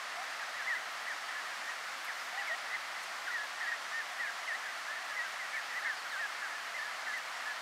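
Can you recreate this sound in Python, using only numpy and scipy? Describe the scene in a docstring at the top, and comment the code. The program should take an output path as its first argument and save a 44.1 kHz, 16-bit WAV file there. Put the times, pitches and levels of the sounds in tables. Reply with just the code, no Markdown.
"""Ducklings on a grassy bank

Ducklings whistle short gliding peeps a few metres away: near-pure tones weighted by a throat resonance.
A lower voice coos three times and a far songbird chirps, built from the same whistle.
Feet rustle dry grass in bright noise bursts; distant falling water is a coloured hiss over a
faint motor hum of two sine partials. One microphone hears it all."""
import sys
import numpy as np
from scipy import signal
from scipy.fft import rfft, irfft, next_fast_len
from scipy.io import wavfile
from scipy.ndimage import uniform_filter1d

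SR = 44100
rng = np.random.default_rng(int(sys.argv[2]) if len(sys.argv) > 2 else 0)


def wav_record(signal):
    """Record a signal, one row per channel, as 16-bit PCM in the file named by sys.argv[1]."""
    frames = np.transpose(np.atleast_2d(signal))
    bounded = np.clip(frames, -1, 1)
    # unit amplitude maps onto the largest positive 16-bit level
    quanta = np.round(bounded * 32767).astype(np.int16)
    wavfile.write(sys.argv[1], SR, quanta)


N = 335601

# Duckling peeps. Each row: start in seconds, length in seconds, scoop up into the first pitch in Hz
# (negative slides down), first, middle and last pitch in Hz, level in dB before the throat weighting.
PEEPS = [ (.405, 0.035, 60, 1695, 1620, 1530, -44), (.537, .043, 330, 1910, 1970, 1980, -44),
         (.582, .055, -220, 1720, 1680, 1490, -40.5), (.661, .038, 430, 2070, 2090, 1990, -34.5),
         (.69, 0.061, -46, 1920, 1840, 1610, -32.5), (.745, 0.032, 150, 2060, 1990, 1790, -38),
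         (1.064, .072, 300, 1990, 1860, 1480, -38.5), (1.285, 0.049, 97, 1840, 1950, 1790, -45),
         (1.352, 0.053, 90, 1740, 1760, 1650, -41), (1.455, .045, -60, 1870, 1750, 1600, -47),
         (1.515, 0.034, -130, 1646, 1600, 1550, -45), (1.67, .065, 60, 1890, 1890, 1650, -44.5),
         (1.86, .055, -90, 1500, 1390, 1350, -46), (2.072, .046, -270, 2000, 1760, 1550, -40),
         (2.372, 0.058, 80, 1960, 1955, 1600, -37.5), (2.438, 0.033, 60, 1790, 1780, 1730, -45),
         (2.468, 0.081, -280, 2106, 1854, 1934, -36.5), (2.715, 0.052, 145, 2000, 2087, 1820, -35.5),
         (2.7, .066, -80, 1960, 1800, 1860, -41), (2.945, 0.045, 108, 2020, 2050, 2030, -46),
         (3.268, .045, -440, 1484, 1430, 1380, -35.5), (3.304, .082, 280, 2010, 1890, 1720, -39),
         (3.375, 0.094, -32, 1685, 1710, 1620, -40.5), (3.602, .08, 270, 1940, 1700, 1590, -39.5),
         (3.662, .088, 180, 1930, 1860, 1850, -37.5), (3.71, 0.024, -200, 1650, 1580, 1550, -39),
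         (3.92, 0.089, 47, 1810, 1830, 1800, -39.5), (3.98, .04, -21, 1820, 1730, 1610, -40),
         (4.185, 0.12, 183, 1980, 1690, 1604, -38), (4.245, .05, -270, 2280, 1970, 1730, -42),
         (4.475, 0.085, -210, 1950, 1760, 2000, -37.5), (4.638, .06, -130, 1760, 1620, 1480, -43),
         (4.878, .067, 132, 1750, 1760, 1800, -41), (4.958, 0.045, -100, 1800, 1690, 1570, -41),
         (5.095, 0.079, -70, 1720, 1604, 1700, -45), (5.162, .08, 30, 2030, 1864, 2010, -37),
         (5.23, 0.045, -70, 1634, 1570, 1520, -39.5), (5.385, .075, -60, 2080, 1920, 1820, -41.5),
         (5.532, .08, 150, 2320, 1930, 1590, -39), (5.535, 0.066, -10, 1760, 1773, 1825, -40),
         (5.705, 0.027, 10, 1960, 1900, 1830, -43), (5.74, 0.063, 200, 1920, 2030, 1660, -38),
         (5.815, 0.03, 400, 1820, 1900, 1970, -42), (5.845, .095, 202, 1870, 1765, 1550, -37.5),
         (5.845, 0.06, -88, 1660, 1550, 1510, -40), (5.848, .064, 202, 2170, 1960, 1675, -39.5),
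         (6.043, .03, -100, 1567, 1460, 1380, -40.5), (6.115, .085, -240, 1740, 1520, 1590, -39.5),
         (6.192, 0.074, -17, 1830, 1680, 1620, -36.5), (6.412, .065, -60, 1720, 1590, 1460, -39),
         (6.5, .032, -110, 1700, 1690, 1690, -45), (6.54, 0.042, 60, 1765, 1750, 1640, -44),
         (6.744, 0.094, 142, 2144, 1730, 1830, -38.5), (6.845, 0.062, 50, 1710, 1730, 1610, -43),
         (7.06, 0.03, -17, 1555, 1550, 1520, -46), (7.06, .085, -320, 1810, 1680, 1720, -39),
         (7.133, .067, 140, 2100, 1860, 1640, -39), (7.455, 0.076, 20, 1720, 1742, 1684, -39.5), ]
# Low coos. Each row: start in seconds, length in seconds, scoop up into the first pitch in Hz,
# first, middle and last pitch in Hz, level in dB.
COOS = [(.165, .075, 39, 698, 768, 825, -45.5), (2.325, 0.12, 45, 743, 812, 800, -47),
        (2.492, .07, 20, 640, 690, 765, -47.5)]
# Songbird chirps. Each row: start in seconds, length in seconds, first pitch in Hz, level in dB.
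CHIRPS = [(2.195, .03, 5400, -56), (2.385, .022, 3000, -49), (4.462, .024, 3200, -50),
          (5.962, .05, 5000, -53), (6.092, .053, 4450, -52), (6.34, .035, 4300, -56)]
# Steps in dry grass. Each row: moment in seconds, peak level in dB, length in seconds, band centre in Hz.
GRASS_STEPS = [(.236, -63, .01, 12500), (.495, -61, .01, 13000), (.93, -68, .03, 14000),
               (1.08, -65, .03, 13000), (1.29, -68, .02, 13000), (1.845, -61, .012, 11000),
               (2.055, -58, .045, 11000), (2.475, -60, .018, 10800), (3.036, -50, .024, 8600),
               (3.335, -62, .014, 13000), (4.542, -59, .014, 9800), (5.78, -64, .1, 11500),
               (6.5, -69, .04, 14000), (7.18, -55, .014, 11500)]
# Colour of the falling water. Each row: frequency in Hz, relative density in dB per Hz.
WATER_COLOUR = [(15, -80), (25, -57.5), (254, -21), (423, -19.5), (706, -3.5), (900, -5.5), (1310, 0),
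                (1500, -2.5), (1910, -0.5), (2440, -7.5), (3960, -12.5), (4530, -12), (7760, -21),
                (13000, -31.5), (15600, -36.5)]
# Partials of the motor. Each row: frequency in Hz, level in dB before the wavering.
HUM_PARTIALS = [(73, -98), (146, -87)]
# The hum wavers. Each row: time in seconds, level change in dB.
HUM_WAVER = [(0, -3), (.7, 8.5), (1.4, -11), (2.2, -2), (2.8, 7.5), (3.8, 0.5), (4.5, -3), (5.2, 5.5),
             (5.8, -4), (7.6, 0)]

WATER_DB = -41.5  # rms of the whole hiss
TOP_HZ = 15600  # the recorder's upper limit
CHIRP_FALL_HZ_PER_S = 19000
SCOOP_S = .017  # time to slide into the first pitch
# level change at the start of a call, after the scoop, and at the end of a peep or coo
ONSET_DB, SCOOPED_DB, PEEP_TAIL_DB, COO_TAIL_DB = -3, -.5, -3.5, -1.5
THROAT_HZ, THROAT_WIDTH_HZ = 1880, 900
CHATTER_HZ, CHATTER_SPREAD_HZ, CHATTER_FALL_HZ = 1650, 400, 250
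CHATTER_DB = -51  # loudest of the faint peeps, before the throat weighting


def undb(db):
    """Gain of a level in dB."""
    return 10 ** (np.asarray(db) / 20)


def unit(x):
    """Scale to rms 1."""
    return x / np.sqrt(np.mean(x ** 2))


def walk(rate):
    """Random levels, a new one every 1 / rate seconds, slewed twice; spread about 1."""
    hold = int(SR / rate)
    held = np.repeat(rng.standard_normal(N // hold + 1), hold)
    slewed = uniform_filter1d(uniform_filter1d(held, hold), hold)
    return unit(slewed)[:N]


def whistles(calls, fade_s, waver, flutter_db, overtone_db, trill=0):
    """Near-pure gliding tones: rounded pitch bends, a slightly unsteady breath, a weak second partial."""
    out = np.zeros(N)
    drift, flutter = walk(120), walk(90)
    bend = int(.006 * SR)  # pitch corners rounded over 6 ms
    for call in calls:
        s, hz, db = np.transpose(call)
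        start = max(int((s[0] - fade_s) * SR), 0)
        stop = min(int((s[-1] + fade_s) * SR), N)
        at = np.arange(start, stop)
        t = at / SR
        since_start = t - t[0]

        # the glide runs on while the call fades in and out
        first_slope, last_slope = np.diff(hz)[[0, -1]] / np.diff(s)[[0, -1]]
        glide = np.interp(t, s, hz)
        glide += first_slope * np.minimum(t - s[0], 0)
        glide += last_slope * np.maximum(t - s[-1], 0)
        pitch = uniform_filter1d(glide, bend, mode="nearest") * (1 + waver * drift[at])

        # the breath swells in and dies out round the first and last point
        edge = np.clip(np.minimum(since_start, t[-1] - t) / (2 * fade_s), 0, 1)
        fade = np.sin(np.pi / 2 * edge) ** 2
        gain = undb(np.interp(t, s, db) + flutter_db * flutter[at]) * fade

        # the throat rattles at the start of a call, in some calls more than others
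        depth = trill * rng.random() * np.exp(-since_start / .05)
        rattle_hz = rng.uniform(100, 190)
        gain *= 1 + depth * np.sin(2 * np.pi * rattle_hz * since_start)

        phase = 2 * np.pi * np.cumsum(pitch) / SR
        tone = np.sin(phase) + undb(overtone_db) * np.sin(2 * phase)
        out[at] += np.sqrt(2) * gain * tone  # root 2: levels are rms
    return out


def shaped(rows, tail_db):
    """Calls slide into pitch, peak midway and weaken; gives (seconds, pitch Hz, level dB) points."""
    calls = []
    for s, length, scoop_hz, first_hz, middle_hz, last_hz, db in rows:
        calls.append([(s, first_hz - scoop_hz, db + ONSET_DB),
                      (s + SCOOP_S, first_hz, db + SCOOPED_DB),
                      (s + (SCOOP_S + length) / 2, middle_hz, db),
                      (s + length, last_hz, db + tail_db)])
    return calls


def throated(calls):
    """A duckling is loudest where its pitch meets the throat resonance and weaker away from it."""
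    def loss_db(hz):
        return 10 * np.log10(1 + (2 * (hz - THROAT_HZ) / THROAT_WIDTH_HZ) ** 2)
    return [[(s, hz, db - loss_db(hz)) for s, hz, db in call] for call in calls]


def chatter(count, top_db):
    """Birds facing away: faint falling peeps at random moments, scooped up or down, in PEEPS columns."""
    when, high, arch, soft = rng.random((count, 4)).T
    start = when * (N / SR - .1)
    length = .035 + .025 * high  # higher peeps last longer
    scoop_hz = 300 * arch - 150
    first_hz = CHATTER_HZ + CHATTER_SPREAD_HZ * high
    middle_hz = first_hz - CHATTER_FALL_HZ / 3
    last_hz = first_hz - CHATTER_FALL_HZ
    return list(zip(start, length, scoop_hz, first_hz, middle_hz, last_hz, top_db - 4 * soft))


def ducklings():
    """Near and faint peeps: whistles weighted by the throat, with a rattling onset."""
    flock = throated(shaped(PEEPS + chatter(count=26, top_db=CHATTER_DB), PEEP_TAIL_DB))
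    return whistles(flock, fade_s=.006, waver=.007, flutter_db=1.4, overtone_db=-28, trill=.45)


def low_coos():
    """A lower voice: the same whistle with a stronger second partial and no rattle."""
    return whistles(shaped(COOS, COO_TAIL_DB), fade_s=.008, waver=.006, flutter_db=.8, overtone_db=-15)


def falling(rows):
    """Chirps slide down at one steady rate, loudest midway; gives points for the whistle."""
    calls = []
    for s, length, hz, db in rows:
        points = [(share * length, dip_db) for share, dip_db in [(0, -3), (.5, 0), (1, -3)]]
        calls.append([(s + after, hz - CHIRP_FALL_HZ_PER_S * after, db + dip_db) for after, dip_db in points])
    return calls


def songbird():
    """Far falling chirps, almost pure tones."""
    return whistles(falling(CHIRPS), fade_s=.005, waver=.003, flutter_db=1.2, overtone_db=-40)


def grass(grain_db, stray_count, stray_db):
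    """Each step is a short burst of crackling blades: bright grainy noise an octave wide."""
    out, t = np.zeros(N), np.arange(N) / SR
    crackle = rng.standard_normal(N) * undb(grain_db * rng.exponential(size=N))
    # faint stirrings fall at random among the clear steps
    chance = rng.random((stray_count, 4))
    strays = [(.1 + a * (N / SR - .2), stray_db + 4 * b, .008 + .03 * c, 10000 + 4500 * d)
              for a, b, c, d in chance]
    for s, db, length, hz in GRASS_STEPS + strays:
        at = slice(int((s - 2 * length) * SR), int((s + 2 * length) * SR))
        band = signal.butter(2, [hz * .65, hz * 1.3], "bandpass", fs=SR, output="sos")
        burst = unit(signal.sosfilt(band, crackle[at]))
        swell = np.exp(-2 * ((t[at] - s) / (length / 2)) ** 2)
        out[at] += undb(db) * burst * swell
    return out


def water(swell_db, flicker_db, spray_db):
    """Smooth distant hiss: octave bands swell a little together, flicker alone, most in the treble."""
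    size = next_fast_len(N)
    hz = np.maximum(np.arange(size // 2 + 1) * SR / size, 1)
    colour_hz, colour_db = np.transpose(WATER_COLOUR)
    colour = undb(np.interp(np.log(hz), np.log(colour_hz), colour_db))
    spectrum = rfft(rng.standard_normal(size)) * colour
    out, swell = 0, walk(0.3)
    for centre in 31.25 * 2. ** np.arange(10):
        # overlapping bands, each fading out one octave from its centre
        share = np.cos(np.pi / 2 * np.clip(np.log2(hz / centre), -1, 1)) ** 2
        band = irfft(spectrum * share, size)[:N]
        unsteady_db = flicker_db + spray_db * (centre / 16000) ** 2
        out = out + band * undb(swell_db * swell + unsteady_db * walk(12))
    return undb(WATER_DB) * unit(out)


def hum(waver_db):
    """Two partials of a far motor, wavering together and also separately."""
    t = np.arange(N) / SR
    shared_db = np.interp(t, *np.transpose(HUM_WAVER))
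    out = np.zeros(N)
    for hz, db in HUM_PARTIALS:
        gain = undb(db + shared_db + waver_db * walk(2.84))
        out += np.sqrt(2) * gain * np.sin(2 * np.pi * hz * t)
    return out


def scene():
    """Everything reaches one microphone, so both channels are alike."""
    mono = ducklings() + low_coos() + songbird()
    mono = mono + grass(grain_db=3.6, stray_count=30, stray_db=-72)
    mono = mono + water(swell_db=.1, flicker_db=.25, spray_db=.6)
    mono = mono + hum(waver_db=1.0)
    return np.array([mono, mono])


def record(dry):
    """The recorder cuts the top steeply: an elliptic low-pass."""
    return signal.sosfilt(signal.ellip(10, .2, 70, TOP_HZ, fs=SR, output="sos"), dry)


dry = scene()
out = record(dry)
wav_record(out)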